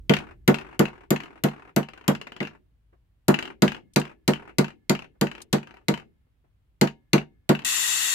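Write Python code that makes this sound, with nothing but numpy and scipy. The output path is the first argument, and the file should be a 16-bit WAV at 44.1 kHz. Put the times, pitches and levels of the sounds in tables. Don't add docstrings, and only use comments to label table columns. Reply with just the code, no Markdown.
import sys
import numpy as np
from scipy import signal
from scipy.fft import rfft, irfft, next_fast_len
from scipy.io import wavfile

SR = 44100
rng = np.random.default_rng(int(sys.argv[2]) if len(sys.argv) > 2 else 0)


def int16_out(signal):
    q = np.round(np.clip(np.atleast_2d(signal).T, -1, 1) * 32767)
    wavfile.write(sys.argv[1], SR, q.astype(np.int16))


N = 358974
T = np.arange(SR // 3) / SR

# start in seconds, thump in dB, clink in dB, clink brightness in dB per octave,
# the tools' first flight in seconds, each flight as a fraction of the last, first landing in dB,
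# rocking time in seconds, rocking level in dB.
BLOWS = [(0.095, -15.5, -16, -10, .042, 0.7, -13, 0.22, -40.5),
         (0.4775, -13, -16, -4, 0.066, 0.63, -18.5, 0.28, -41),
         (0.793, -14.5, -18.5, -1, 0.061, 0.49, -22.5, 0.26, -44),
         (1.1051, -18.5, -18, 1.5, 0.056, 0.75, -23, 0.29, -44),
         (1.4371, -18.5, -20.5, -1, 0.048, 0.55, -31.5, .26, -43.5),
         (1.7624, -17.5, -19.5, .5, 0.067, 0.85, -32.5, 0.41, -53.5),
         (2.0793, -17, -17, 0, 0.071, 0.89, -27, 0.41, -54.5),
         (2.4033, -28.5, -25.5, -14.5, 0.025, .9, -28, 0.15, -47.5),
         (3.282, -13, -17.5, 4.5, .06, 0.78, -14.5, .24, -37),
         (3.6207, -14.5, -16.5, -1, 0.058, 0.69, -17.5, .18, -41.5),
         (3.9602, -17, -15.5, -1, 0.055, 0.67, -27.5, 0.16, -42),
         (4.2784, -17, -17.5, 0, 0.056, 0.44, -21.5, .22, -40.5),
         (4.584, -17.5, -17.5, -.5, .06, .62, -25, .14, -50),
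         (4.8955, -18.5, -16, 0, .055, .74, -24.5, .15, -50.5),
         (5.212, -19.5, -20, 0.5, 0.057, .8, -26, .2, -48),
         (5.5284, -19, -18, 0.5, 0.054, 0.88, -36.5, .29, -52),
         (5.8834, -20.5, -18.5, -2.5, 0.056, 0.64, -24, .15, -46),
         (6.8124, -15, -16, -.5, 0.061, 0.3, -25, 0.11, -49),
         (7.1321, -15.5, -13.5, -3.5, 0.048, 0.37, -21.5, 0.095, -36),
         (7.4914, -15, -18.5, -1, 0.059, 0.69, -22.5, 0.16, -46)]
# start in seconds, level in dB.
RING_SHIFTS = [(3.935, -52), (3.997, -35), (5.417, -37.5)]
HAND_TOUCHES = [(2.926, -60), (5.15, -66.5), (6.265, -75), (6.44, -67.5)]

# low edge in Hz, high edge in Hz.
CLINK_BANDS = [(1800, 3600), (3600, 5500), (5500, 9000), (9000, 11500), (11500, 16000)]
# pitch in Hz, left level in dB, right level in dB, t60 in seconds, swell time in seconds.
BENCH_MODES = [(52, -23.5, -31, 0.38, .005), (98.6, -17, -12.5, 0.11, 0.00076), (147.35, 3, 4, 0.19, .007),
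               (199.5, 4.5, 9.5, 0.15, 0.0084), (225.8, 1, 2, 0.2, 0.013), (258.7, 4, 2.5, 0.12, 0.0066),
               (317.7, 4.5, 3.5, 0.11, .012), (369.7, 4, -5.5, 0.15, 0.0029), (407.6, -11, -15, 0.19, .02),
               (462.9, 2.5, 3, 0.11, 0.011), (590.6, -10, -12, 0.15, 0.0037),
               (674, -11.5, -13.5, .18, 0.00074), (768, -18.5, -20, 0.24, 0.0091),
               (928, -12, -23.5, .22, 0.0019), (1166, -14.5, -24, 0.14, 0.0019),
               (1217, -22.5, -19, 0.051, 0.0053), (1460, -6.5, -22.5, 0.13, 0.0023)]
# pitch in Hz, level against the thump in dB, t60 in seconds.
SINGING_MODES = [(1720, -57, 1.1), (2140, -56, 1), (3570, -49, 0.36)]

# frequency in Hz, level at that frequency in dB.
CLINK_COLOUR = [(1800, 1), (4800, -0.5), (5200, -5.5), (6000, 0), (9000, -5.5), (14000, -6), (16000, -20)]
CLICK_COLOUR = [(1500, -28.5), (3000, -3.5), (5000, -3), (9500, -1), (13000, -13), (16000, -27)]
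WOOD_COLOUR = [(30, -30), (100, -11), (300, 4), (600, 2), (900, -5), (1300, -8), (1800, -11), (2600, -19),
               (5000, -40)]
CLACK_COLOUR = [(60, -24), (200, 7), (380, 3), (600, -3), (1500, 2.5), (2400, 3.5), (3100, -1.5),
                (3500, -10), (4800, -10.5), (5200, -16), (7000, -14.5), (9000, -26), (13500, -25),
                (16000, -41.5)]
ROCKING_COLOUR = [(100, -10.5), (250, -1.5), (380, 1.5), (560, -2.5), (1150, 3), (2300, -2), (2800, -4),
                  (3150, -16), (3600, -18.5), (4700, -27), (8000, -29), (16000, -42.5)]
JET_COLOUR = [(40, -27), (250, -16.5), (600, -18.5), (1000, -7.5), (1700, -3.5), (3300, -1), (4700, -4),
              (5600, -4), (7600, 3), (8800, -3.5), (12000, -8), (14600, -8.5), (15200, -14), (15800, -38.5)]
RUMBLE_COLOUR = [(20, -20.5), (36, -10), (53, 2.5), (65, -4.5), (80, -6), (130, -11), (200, -22),
                 (400, -33.5), (900, -64)]
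AIR_COLOUR = [(100, -12), (400, -4.5), (1000, -9.5), (3000, -14), (6000, -25.5), (16000, -24)]

# centre in Hz, width in Hz, boost in dB (a negative boost is a dip).
RING_PEAKS = [(2083, 100, 12), (2830, 240, 4.5), (4030, 320, 6), (4650, 210, 6), (7110, 250, 9.5),
              (7570, 230, 4), (11930, 1900, 4.5)]
FIRST_SPOT_PEAKS = [(2080, 250, -4), (3000, 600, 4), (4300, 980, -6), (13000, 2000, 10)]
STEEL_PEAKS = [(920, 46, 7.5), (1600, 120, 5), (2670, 160, 10.5), (2940, 210, 8), (3970, 290, 4)]
BENCH_PEAKS = [(363, 130, 8), (770, 60, 5), (920, 60, 7), (1460, 66, 4.5)]
TUBE_PEAKS = [(1910, 140, 10.5), (2260, 150, -9), (2656, 60, 11.5), (2850, 150, 7), (3466, 110, 9.5),
              (3765, 95, 12), (4360, 71, 10), (5550, 150, 7), (6130, 130, 9.5), (6530, 180, 7),
              (7200, 200, 12.5), (7500, 150, 7.5), (8400, 90, 6), (9800, 250, 9.5), (10960, 440, 6.5),
              (13000, 290, 6.5), (14000, 510, 6)]

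# frequency in Hz, left minus right in dB.
WORK_PAN = [(200, 0.5), (1500, 3), (2800, 7), (4200, 1), (5600, 1), (7200, 7.5), (13000, 10)]
JET_PAN = [(100, -3.5), (400, 4), (1300, 0), (2400, -1), (3500, 6), (4800, 1), (7200, 13.5), (15000, 16)]
# frequency in Hz, t60 in seconds.
ROOM_DECAY = [(200, 0.51), (1000, 0.068), (2800, 0.15), (6000, 0.14), (14000, 0.09)]


def silver_ring(clink_db=3, turn_s=3, pivot_hz=5500):
    clinks, clicks = np.zeros((2, 2, N))
    grid = np.fft.rfftfreq(len(T), 1 / SR)
    for start, _, db, tilt, *_ in BLOWS:
        modes = colour(CLINK_COLOUR, RING_PEAKS + FIRST_SPOT_PEAKS if start < turn_s else RING_PEAKS)
        tone = lambda hz: modes(hz) * amp(tilt * np.log2((hz + 1) / pivot_hz))
        shares = np.array([np.linalg.norm(tone(grid[(grid >= lo) & (grid < hi)]))
                           for lo, hi in CLINK_BANDS])
        for (lo, hi), share in zip(CLINK_BANDS, shares / np.linalg.norm(shares)):
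            band = lambda hz: tone(hz) * (hz >= lo) * (hz < hi)
            clink, = bursts(band, t60=0.036 * (lo / 1800) ** -.4, rise_s=0.00027)
            add(clinks, start, amp(db + clink_db) * share * clink)
    for start, db in RING_SHIFTS:
        click, = bursts(colour(CLICK_COLOUR), t60=0.04, rise_s=0.0012)
        add(clicks, start, amp(db) * click)
    return in_room(panned(clinks, WORK_PAN), wet_db=-8) + panned(clicks, WORK_PAN)


def bench(modes_db=-1, knock_db=2, boom_db=-5, boom_peak_s=.021, split_hz=580):
    out = np.zeros((2, N))
    hz, left_db, right_db, t60, swell_s = np.transpose(BENCH_MODES)
    signs = (-1) ** np.arange(len(hz))[:, None]
    modes = signs * np.sin(2 * np.pi * hz[:, None] * T) * rise_and_fade(t60[:, None], swell_s[:, None])
    size = (len(BLOWS), 2, len(T))
    wood = colour(WOOD_COLOUR)
    highs = lambda f: 1 / (1 + (split_hz / (f + 1)) ** 8)
    knocks = noise(lambda f: wood(f) * highs(f), size) * rise_and_fade(t60=0.13, rise_s=0.011)
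    late_swell = (T / boom_peak_s * np.exp(1 - T / boom_peak_s)) ** 3
    booms = noise(lambda f: wood(f) * (1 - highs(f)) * (f > 240), size) * late_swell
    for (start, db, *_), knock, boom in zip(BLOWS, knocks, booms):
        tones = amp(np.array([left_db, right_db]) + rng.standard_normal(len(hz))) @ modes
        thump = amp(modes_db) * tones + amp(knock_db) * knock + amp(boom_db) * boom
        add(out, start, amp(db) * thump)
    return out


def bouncing_tools(landings=6, shortest_flight_s=.019, pitch_spread=0.04, dull_db=-28):
    out = np.zeros((2, N))
    steel = colour(CLACK_COLOUR, STEEL_PEAKS)
    for start, _, _, _, first_flight_s, rebound, first_db, *_ in BLOWS:
        shrink = rebound ** np.arange(landings)
        flights = first_flight_s * shrink
        gains = amp(first_db) * shrink ** 2.39
        pitches = np.exp(pitch_spread * rng.standard_normal(landings))
        knocks = bursts(colour(ROCKING_COLOUR, BENCH_PEAKS), t60=.06, rise_s=.0004, count=landings)
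        for delay, flight, gain, pitch, knock in zip(np.cumsum(flights), flights, gains, pitches, knocks):
            clack, = bursts(lambda hz: steel(hz / pitch), t60=0.028, rise_s=0.0003)
            if flight > shortest_flight_s:
                add(out, start + delay, gain * clack + amp(dull_db) * gain ** .4 * knock)
    return out


def rocking_tools(wait_s=0.05, fall_db=6, scatter_db=2):
    out = np.zeros((2, N))
    for start, *_, rocking_s, level_db in BLOWS:
        delays = wait_s + np.cumsum(rng.uniform(.016, .032, size=18))
        levels_db = level_db + fall_db * (.5 - delays / rocking_s)
        levels_db += scatter_db * rng.standard_normal(len(delays))
        knocks = bursts(colour(ROCKING_COLOUR, BENCH_PEAKS), t60=0.077, rise_s=.0005, count=len(delays))
        for delay, db, knock in zip(delays, levels_db, knocks):
            if delay < rocking_s:
                add(out, start + delay, amp(db) * knock)
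    return out


def torch(start_s=7.647, opening_s=0.0018, jet_db=-21.5):
    opened = np.clip((np.arange(N) / SR - start_s) / opening_s, 0, 1)
    hiss = noise(colour(JET_COLOUR, TUBE_PEAKS), (2, N))
    return amp(jet_db) * opened * panned(hiss, JET_PAN)


def singing_steel(width_hz=45):
    out = np.zeros((2, N))
    t = np.arange(2 * len(T)) / SR
    for hz, db, t60 in SINGING_MODES:
        tones = noise(lambda f: peak(f, hz, width_hz), (len(BLOWS), 2, len(t))) * fade(t, t60)
        for (start, thump_db, *_), tone in zip(BLOWS, tones):
            add(out, start, amp(thump_db + db) * tone)
    return out


def hand():
    out = np.zeros((2, N))
    for start, db in HAND_TOUCHES:
        bump, = bursts(colour(WOOD_COLOUR), t60=0.093, rise_s=.008)
        add(out, start, amp(db) * bump)
    return out


def workshop(steady_db=-65, swell_db=-49, fall_db_per_s=17, air_db=-81):
    level = amp(steady_db) + amp(swell_db - fall_db_per_s * np.arange(N) / SR)
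    shared = noise(colour(RUMBLE_COLOUR), (1, N))
    sides = amp(-9) * noise(colour(RUMBLE_COLOUR), (2, N))
    return level * (shared + sides) + amp(air_db) * noise(colour(AIR_COLOUR), (2, N))


def in_room(x, wet_db):
    out = x.copy()
    for first in range(0, N, len(T)):
        hz, t, spectrum = signal.stft(rng.standard_normal((2, len(T))), SR, nperseg=256)
        tail = signal.istft(spectrum * fade(t, along(ROOM_DECAY, hz)[:, None]), SR, nperseg=256)[1]
        tail = np.pad(tail / np.linalg.norm(tail[0]), ((0, 0), (SR // 400, 0)))
        echoes = signal.fftconvolve(x[:, first:first + len(T)], tail, axes=1)
        add(out, first / SR, amp(wet_db) * echoes)
    return out


def bursts(response, t60, rise_s, count=1):
    shape = rise_and_fade(t60, rise_s)
    shape = shape[:len(T) // 5] / shape.max()
    x = noise(response, (count, 2, len(shape))) * shape
    return x * np.linalg.norm(shape) / np.linalg.norm(x, axis=-1, keepdims=True)


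def amp(db):
    return 10 ** (np.asarray(db) / 20)


def fade(t, t60):
    return np.exp(-np.log(1000) * t / t60)


def rise_and_fade(t60, rise_s):
    return (1 - np.exp(-T / rise_s)) * fade(T, t60)


def along(points, hz):
    frequencies, values = np.transpose(points)
    return np.interp(np.log(hz + 1), np.log(frequencies + 1), values)


def peak(hz, centre, width):
    return 1 / (1 + (2 * (hz - centre) / width) ** 2)


def colour(points, peaks=()):
    return lambda hz: amp(along(points, hz) + sum(db * peak(hz, f, width) for f, width, db in peaks))


def filtered(x, response):
    size = x.shape[-1]
    padded = next_fast_len(size + 4096)
    return irfft(rfft(x, padded) * response(np.fft.rfftfreq(padded, 1 / SR)), padded)[..., :size]


def noise(response, shape):
    x = filtered(rng.standard_normal(shape), response)
    return x / np.sqrt(np.mean(x ** 2) + 1e-20)


def panned(x, balance):
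    return filtered(x, lambda hz: np.array([np.ones_like(hz), amp(-along(balance, hz))]))


def add(track, start_s, sound):
    part = track[..., max(round(start_s * SR), 0):][..., :sound.shape[-1]]
    part += sound[..., :part.shape[-1]]


def scene():
    blows = bench() + silver_ring()
    tools = in_room(panned(bouncing_tools() + rocking_tools(), WORK_PAN), wet_db=-7)
    return blows + tools + singing_steel() + hand() + torch() + workshop()


def record(dry, ceiling=0.96, top_hz=16000):
    rounded = dry / (1 + np.abs(dry / ceiling) ** 6) ** (1 / 6)
    return filtered(rounded, lambda hz: 1 / (1 + (hz / top_hz) ** 120))


dry = scene()
out = record(dry)
int16_out(out)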